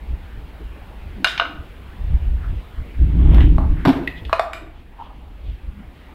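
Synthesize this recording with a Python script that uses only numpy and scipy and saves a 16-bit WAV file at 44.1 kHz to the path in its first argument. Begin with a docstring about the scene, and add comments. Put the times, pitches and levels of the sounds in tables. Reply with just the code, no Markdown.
"""Lever punch, close up

A small bare room, one microphone close to a hand punch on a wooden table. The steel die clanks as it
takes up the load; a plastic sheet crackles, ticks and breaks with a crunch as a card is cut from it,
and the table booms. The lever swings back and knocks twice in its frame. Hands rub and shift,
and a draught buffets the microphone, hardest just before the cut."""
import sys
import numpy as np
from scipy import signal
from scipy.fft import rfft, irfft, next_fast_len
from scipy.io import wavfile
from scipy.ndimage import uniform_filter1d, minimum_filter1d, map_coordinates

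SR = 44100
rng = np.random.default_rng(int(sys.argv[2]) if len(sys.argv) > 2 else 0)


def transcribe(signal):
    """Save signal, clipped to [-1, 1], as a 16-bit WAV file at the path in sys.argv[1]."""
    frames = np.atleast_2d(signal).T
    limited = np.clip(frames, -1, 1)
    pcm = np.round(limited * 32767).astype(np.int16)
    wavfile.write(sys.argv[1], SR, pcm)


N = 271167
T = np.arange(N) / SR
AGE = T[:int(SR * .7)]  # seconds since a blow

# the room's echoes: frequency_hz, t60_s
ROOM_T60 = [(150, 0.36), (400, 0.7), (1000, 0.55), (3000, 0.39), (4500, 0.33), (12000, 0.37)]
# spectra of the echoes and of the room tone: frequency_hz, level_db
ECHO_SPECTRUM = [(100, 2), (280, -1), (600, -4), (1200, 0), (3000, 2), (6000, 4.5), (14000, 4.5)]
ROOM_TONE_SPECTRUM = [(20, -10), (35, -0.5), (70, -2.5), (110, -14), (170, -10), (300, -15), (480, -18),
                      (850, -21.5), (1150, -23), (2200, -24.5), (3300, -30), (4400, -38.5), (6000, -48),
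                      (15000, -45)]
# the recorder's gain control, as a set curve: it turns the background hiss down after the loud
# knocks, then slowly recovers: time_s, level_db
GAIN_CONTROL_LEVEL = [(0, -43), (4.3, -42), (4.45, -51.5), (4.9, -49), (6.15, -45.5)]
# puffs of air on the microphone: peak_s, half_length_s, level_db
PUFFS = [(0.125, .06, -20.5), (0.368, 0.033, -28.5), (0.659, 0.045, -28), (1.608, 0.019, -25.5),
         (2.056, 0.081, -20.5), (2.141, .05, -11), (2.309, 0.15, -16), (2.524, .1, -18),
         (2.804, 0.037, -21), (3.027, 0.057, -8.5), (3.716, 0.029, -9.5), (4.285, 0.065, -27),
         (5.5, 0.075, -24), (5.68, 0.054, -25.5)]
# spectra of the draught's push, eddies and hiss: frequency_hz, level_db
PUSH_SPECTRUM = [(12, -15.5), (25, -3), (38, -1.5), (63, 2), (80, -7), (115, -17.5), (170, -28),
                 (300, -42.5), (600, -50.5), (1500, -90.5)]
EDDY_SPECTRUM = [(60, -24.5), (110, -6), (155, 2), (210, -12), (290, -6.5), (380, -18), (500, -36),
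                 (900, -49), (2000, -82.5)]
HISS_SPECTRUM = [(250, -12.5), (500, 3.5), (850, 4.5), (1300, -4), (1800, -5.5), (2500, -7.5), (3400, -7.5),
                 (4400, -33.5), (6000, -36.5), (12000, -42), (16000, -49)]
# resonances of faint, constant handling: centre_hz, width_hz, level_db
HANDLING_BANDS = [(266, 197, -57.5), (825, 380, -61), (2600, 2000, -64.5)]
# rubs of hands, lever and sheet, and the table's low ringing after the clanks, cut and knocks:
# peak_s, half_length_s, level_db, centre_hz, width_hz
RUBS_AND_RINGING = [(0.617, 0.026, -42.5, 340, 160), (1.212, 0.049, -32.5, 245, 162),
                    (1.53, 0.14, -42, 299, 60), (2.457, 0.077, -44.5, 1390, 700),
                    (3.421, 0.045, -35.5, 1840, 600), (3.626, 0.056, -36.5, 870, 440),
                    (3.825, 0.078, -43.5, 1690, 1200), (3.994, 0.11, -27.5, 325, 149),
                    (4.18, 0.03, -45, 3290, 710), (4.64, 0.139, -45, 325, 83),
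                    (5.01, 0.027, -33.5, 920, 202), (5.061, 0.12, -45, 905, 464),
                    (5.051, 0.051, -54.5, 3100, 700), (5.494, 0.1, -56, 3170, 1200),
                    (5.785, 0.069, -39.5, 206, 67.4)]
# blows on die, sheet and lever: start_s, level_db, bright_hz, low_hz, crack_db, room_db
# (the ring rolls off above bright_hz and below low_hz; crack_db and room_db are relative to the blow)
DIE_CLANKS = [(1.2444, -2, 10900, 1270, -0.5, -10), (1.2525, -14.5, 4000, 500, -21, -4.5),
              (1.264, -14, 1200, 400, -9.5, -25), (1.271, -20, 7200, 2220, 5, 3),
              (1.3778, -12, 2800, 2560, 6.5, -4), (1.3976, -7.5, 2750, 810, 0.5, -10),
              (1.409, -17.5, 2370, 450, -7, -10), (1.417, -9, 1700, 490, -20, -7),
              (1.453, -23.5, 1690, 1090, 7, -6)]
SHEET_TICKS = [(3.344, -31, 12950, 5000, 10, -10), (3.4055, -22.5, 10060, 2000, -2.5, -2),
               (3.8895, -23.5, 13100, 6000, 2.5, -12), (3.902, -24.5, 9100, 3500, 1, -20),
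               (4.0331, -39.5, 8950, 3500, 6.5, -2), (4.0745, -10.5, 9100, 1200, -9, -9.5),
               (4.1648, -44, 5000, 3200, -3, -13), (4.2501, -32, 6000, 2500, 6.5, -5.5)]
LEVER_KNOCKS = [(3.5826, -14, 900, 400, -19, -5.5), (4.2955, -20, 1510, 1004, -16.5, -1),
                (4.3289, 2.5, 3970, 840, -13.5, -11), (4.381, -28, 1200, 804, -24, -6),
                (4.3952, -2, 860, 400, -11.5, -6.5), (4.5329, -21.5, 4000, 1300, 2.5, -3)]
# ringing modes of the steel die, plastic sheet and lever frame: pitch_hz, level_db, t60_s
DIE_MODES = [(510, -20, 0.094), (674, -4.5, 0.042), (1170, -2, 0.015), (1344, -17.5, 0.094),
             (1472, -5.5, 0.045), (1550, -25, 0.27), (2080, -11.5, 0.027), (2600, -12, 0.011),
             (2786, -5, 0.026), (2884, -8, 0.049), (2820, -34, 0.33), (2920, -28, 0.26), (3420, -21, 0.026),
             (3690, -7.5, 0.028), (3920, -20, 0.057), (3960, -4, 0.019), (4220, -20, 0.074),
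             (4980, -9, 0.018)]
SHEET_MODES = [(1942, 6, 0.019), (2110, -7, 0.029), (2820, -9.5, 0.014), (3530, -21.5, .02),
               (3970, -29.5, 0.02), (5000, -26.5, 0.012)]
FRAME_MODES = [(668, -3, 0.053), (805, 3.5, 0.01), (1012, -7, 0.03), (1138, -2, 0.023),
               (1660, -16.5, 0.029), (2180, -51.5, 0.027), (2520, -20.5, 0.045), (2800, -16.5, 0.025),
               (3920, -45, .025), (8000, -37, .02)]
# spectra of steel on steel, splitting plastic, lever on frame and the cut: frequency_hz, level_db
STEEL_SPECTRUM = [(300, -21), (1000, 2.5), (1500, 6), (2000, -3.5), (3000, 4), (4200, -9.5), (5000, -13.5),
                  (5800, -18), (8500, -23.5), (10000, -26.5), (13000, -24.5), (16000, -43)]
SNAP_SPECTRUM = [(800, -18.5), (2500, 3.5), (3600, -4), (5000, -18), (6500, -29), (10000, -29),
                 (12000, -15), (16000, -36.5)]
CLACK_SPECTRUM = [(300, -23.5), (1100, 7.5), (1600, 5.5), (2400, 2), (3200, -9), (4000, -4), (6000, -22),
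                  (8000, -21.5), (10000, -28), (12500, -23.5), (16000, -38.5)]
CRUNCH_SPECTRUM = [(200, -11.5), (500, -3), (720, 9), (1000, -3), (1300, -7.5), (1600, -2.5), (2100, -11.5),
                   (3600, -16), (5200, -27.5), (6500, -37.5), (10000, -42.5), (12500, -36.5),
                   (16000, -53.5)]
# the cut runs round the card in breaks: start_s, level_db, t60_s
CUT_BREAKS = [(3.8518, -8, 0.052), (3.86, -23.5, 0.053), (3.874, -16, 0.12), (3.881, -14.5, 0.071),
              (3.8895, -15.5, 0.064), (3.902, -23.5, 0.04), (3.93, -23.5, 0.05), (3.962, -28.5, 0.078)]
# swings of the table top: peak_s, swell_s, pitch_hz, level_db
TABLE_BOOMS = [(3.858, 0.0067, 288, -12), (3.874, 0.0061, 158, -6), (3.883, 0.0081, 362, -13),
               (3.898, 0.017, 270, -4.5)]


def amp(db):
    """Decibels to gain."""
    return 10 ** (np.asarray(db) / 20)


def unit(x):
    """Scale to rms 1."""
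    return x / np.sqrt(np.mean(x ** 2) + 1e-20)


def along(points, hz):
    """Read (frequency_hz, value) points on a log frequency axis."""
    knots_hz, values = np.transpose(points)
    return np.interp(np.log(hz + 1), np.log(knots_hz + 1), values)


def filtered(x, response):
    """Filter x by a gain given as a function of frequency."""
    size = next_fast_len(len(x) + 8192)
    return irfft(rfft(x, size) * response(np.fft.rfftfreq(size, 1 / SR)), size)[:len(x)]


def coloured(x, spectrum):
    """Filter x by a spectrum table."""
    return filtered(x, lambda hz: amp(along(spectrum, hz)))


def noise(spectrum, size):
    """Coloured noise of rms 1."""
    return unit(coloured(rng.standard_normal(size), spectrum))


def resonant(centre_hz, width_hz, size):
    """Noise of rms 1 in one resonance."""
    white = rng.standard_normal(size)
    return unit(filtered(white, lambda hz: 1 / (1 + ((hz - centre_hz) / (.5 * width_hz)) ** 2)))


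def band_gain(hz, low_hz, high_hz):
    """Gain that falls 12 dB an octave outside the band."""
    return 1 / np.sqrt((1 + (hz / high_hz) ** 4) * (1 + (low_hz / (hz + 1)) ** 4))


def wobble(per_s):
    """A smooth random curve with per_s knots a second."""
    return map_coordinates(rng.standard_normal(int(N * per_s / SR) + 4), [T * per_s])


def fade(t60_s):
    """Exponential decay from the moment of a blow."""
    return np.exp(-np.log(1000) * AGE / t60_s)


def stroke(away_s, half_length_s):
    """A smooth rise and fall about the moment where away_s is 0."""
    return np.exp(-2 * np.minimum((away_s / half_length_s) ** 2, 20))


def swell_db(peak_s, rise_db_per_s, fall_db_per_s, crest_s):
    """A level that climbs to 0 dB and falls again, its crest rounded over crest_s."""
    away_s = np.hypot(T - peak_s, crest_s) - crest_s
    return -away_s * np.where(T < peak_s, rise_db_per_s, fall_db_per_s)


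def add(track, start_s, x):
    """Mix x into the track at start_s."""
    part = track[round(start_s * SR):][:len(x)]
    part += x[:len(part)]


def in_room(x, room_db, build_s=0.0032):
    """The direct sound and its echoes, which build up as they return from the walls."""
    hz, t, spectra = signal.stft(rng.standard_normal(len(AGE)), SR, nperseg=256)
    dying = np.exp(-np.log(1000) * t / along(ROOM_T60, hz)[:, None])
    tail = signal.istft(spectra * dying, SR, nperseg=256)[1][:len(AGE)]
    tail *= 1 - np.exp(-AGE / build_s)
    tail = coloured(tail / np.linalg.norm(tail), ECHO_SPECTRUM)
    return x + amp(room_db) * signal.fftconvolve(x, tail)[:len(x)]


def struck(blows, modes, contact, attack_s, crack_t60_s, crack_reach, low_cut_hz, spike_db):
    """Each blow rings the modes and adds a short noisy crack, rolled off at crack_reach * bright_hz."""
    track = np.zeros(N)
    low_cut = signal.butter(3, low_cut_hz, "highpass", fs=SR, output="sos")  # small parts radiate no bass
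    crack_shape = fade(crack_t60_s) + amp(spike_db) * fade(0.0038)  # sharpest at first touch
    crack_shape *= 1 - np.exp(-(2 * AGE / attack_s) ** 2)
    for start_s, level_db, bright_hz, low_hz, crack_db, room_db in blows:
        ring = np.zeros(len(AGE))
        for pitch_hz, mode_db, t60_s in modes:
            shifted_hz = pitch_hz * (1 + 0.00066 * rng.normal())  # the changing load shifts each mode
            cycles = shifted_hz * AGE + rng.random()
            gain = band_gain(pitch_hz, low_hz, bright_hz) * amp(mode_db + rng.normal())
            ring += gain * np.sin(2 * np.pi * cycles) * fade(t60_s)
        ring *= 1 - np.exp(-(AGE / attack_s) ** 2)
        crack = noise(contact, len(AGE))
        crack = filtered(crack, lambda hz: band_gain(hz, low_hz, crack_reach * bright_hz))
        blow = amp(level_db) * (ring + amp(crack_db) * crack * crack_shape)
        add(track, start_s, in_room(signal.sosfilt(low_cut, blow), room_db))
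    return track


def room_tone(patchy_db=2.3, smooth_above_hz=4500):
    """Room noise that wavers in patches under a smooth treble hiss, following the gain control curve."""
    level_db = np.interp(T, *np.transpose(GAIN_CONTROL_LEVEL))
    hz, _, spectra = signal.stft(noise(ROOM_TONE_SPECTRUM, N), SR, nperseg=1024)
    patches = uniform_filter1d(rng.standard_normal(spectra.shape), size=9, axis=0)
    patches = unit(uniform_filter1d(patches, size=8, axis=1))
    depth_db = patchy_db / (1 + (hz[:, None] / smooth_above_hz) ** 4)
    return amp(level_db) * signal.istft(spectra * amp(depth_db * patches), SR, nperseg=1024)[1][:N]


def draught(onset_s=2.95, set_in_s=0.064, flutter_db=0.7, grain_db=3):
    """Air on the microphone pushes the diaphragm and sheds eddies; the one long gust also hisses."""
    gust_db = swell_db(peak_s=3.352, rise_db_per_s=93, fall_db_per_s=59, crest_s=0.21)
    gust_on = np.clip((T - onset_s) / set_in_s, 0, 1)
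    each_puff = [amp(level_db) * stroke(T - peak_s, half_s) for peak_s, half_s, level_db in PUFFS]
    puffs = np.linalg.norm(each_puff, axis=0)
    light_air = amp(-39.5 + 3 * wobble(per_s=6.6))
    strength = np.linalg.norm([light_air, gust_on * amp(-6.5 + gust_db), puffs], axis=0)
    push = noise(PUSH_SPECTRUM, N)
    push /= np.sqrt(np.abs(uniform_filter1d(push ** 2, size=2600)) + 1e-4)  # even out its own swells
    gust_eddies = gust_on * amp(-18.5 + 0.7 * gust_db)  # eddies grow more slowly than the push
    eddies = np.hypot(gust_eddies, amp(-26) * puffs) * noise(EDDY_SPECTRUM, N)
    hiss_db = -32.5 + swell_db(peak_s=3.403, rise_db_per_s=64, fall_db_per_s=162, crest_s=0)
    hiss = amp(hiss_db + flutter_db * push + grain_db * wobble(per_s=500)) * noise(HISS_SPECTRUM, N)
    return strength * push + eddies + gust_on * hiss


def handling(swing_db=7):
    """Hands shift faintly on the lever and the sheet, at random."""
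    return sum(amp(level_db + swing_db * np.tanh(wobble(per_s=18))) * resonant(centre_hz, width_hz, N)
               for centre_hz, width_hz, level_db in HANDLING_BANDS)


def rubs_and_ringing(rough_db=2, shortest_half_s=.03):
    """Rubs of hands, lever and sheet, and the table's low ringing: each one resonance swelling unevenly."""
    track = np.zeros(N)
    away_s = AGE - AGE[-1] / 2
    for peak_s, half_length_s, level_db, centre_hz, width_hz in RUBS_AND_RINGING:
        envelope = amp(level_db) * stroke(away_s, max(half_length_s, shortest_half_s))
        add(track, peak_s + away_s[0], envelope * resonant(centre_hz, width_hz, len(AGE)))
    return track * amp(rough_db * wobble(per_s=150))


def die_clanks():
    """Steel strikes steel and rings as the die takes up the load."""
    return struck(DIE_CLANKS, DIE_MODES, STEEL_SPECTRUM, attack_s=0.00096,
                  crack_t60_s=0.023, crack_reach=0.95, low_cut_hz=248, spike_db=2)


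def sheet_strain(peak_s=3.385, level_db=-48.5, crackles_per_s=200):
    """The sheet crackles finely as the die bears down on it."""
    slips = rng.standard_normal(N) * (rng.random(N) < crackles_per_s / SR)
    crackle = unit(coloured(slips, SNAP_SPECTRUM))
    return amp(level_db) * stroke(T - peak_s, half_length_s=0.091) * crackle


def sheet_ticks():
    """The plastic splits in bright snaps, each ringing the sheet briefly."""
    return struck(SHEET_TICKS, SHEET_MODES, SNAP_SPECTRUM, attack_s=0.0022,
                  crack_t60_s=0.025, crack_reach=0.86, low_cut_hz=800, spike_db=-7)


def lever_knocks():
    """The lever rings its frame: two hard knocks on the swing back, among lighter taps."""
    return struck(LEVER_KNOCKS, FRAME_MODES, CLACK_SPECTRUM, attack_s=0.00028,
                  crack_t60_s=0.018, crack_reach=15, low_cut_hz=464, spike_db=-11.5)


def cut_crunch(grain_db=4.5, attack_s=.0003):
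    """The sheet gives way in a run of grainy breaks."""
    track = np.zeros(N)
    for start_s, level_db, t60_s in CUT_BREAKS:
        grains = unit(amp(grain_db * wobble(per_s=900)[:len(AGE)]))
        envelope = amp(level_db) * fade(t60_s) * (1 - np.exp(-AGE / attack_s))
        crunch = envelope * grains * noise(CRUNCH_SPECTRUM, len(AGE))
        add(track, start_s, in_room(crunch, room_db=-6))
    return track


def table_boom():
    """The released load swings the wooden top for a few cycles as the die drops through."""
    track = np.zeros(N)
    away_s = AGE - .1
    for peak_s, swell_s, pitch_hz, level_db in TABLE_BOOMS:
        envelope = amp(level_db) * np.exp(-np.abs(away_s / swell_s) ** 3)
        boom = envelope * np.sin(2 * np.pi * pitch_hz * away_s)
        add(track, peak_s + away_s[0], in_room(boom, room_db=-10, build_s=0.018))
    return track


def scene():
    """Room, draught, hands and punch at one close microphone."""
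    background = room_tone() + draught() + handling() + rubs_and_ringing()
    punch = die_clanks() + sheet_strain() + sheet_ticks() + lever_knocks() + cut_crunch() + table_boom()
    return (background + punch)[None]


def record(dry):
    """The recorder: a fast limiter holds peaks at full scale, then all above 15.8 kHz is cut."""
    needed_gain = 1 / np.maximum(np.abs(dry[0]), 1)
    gain = uniform_filter1d(minimum_filter1d(needed_gain, size=61), size=61)
    return filtered(dry[0] * gain, lambda hz: hz < 15800)[None]


dry = scene()
out = record(dry)
transcribe(out)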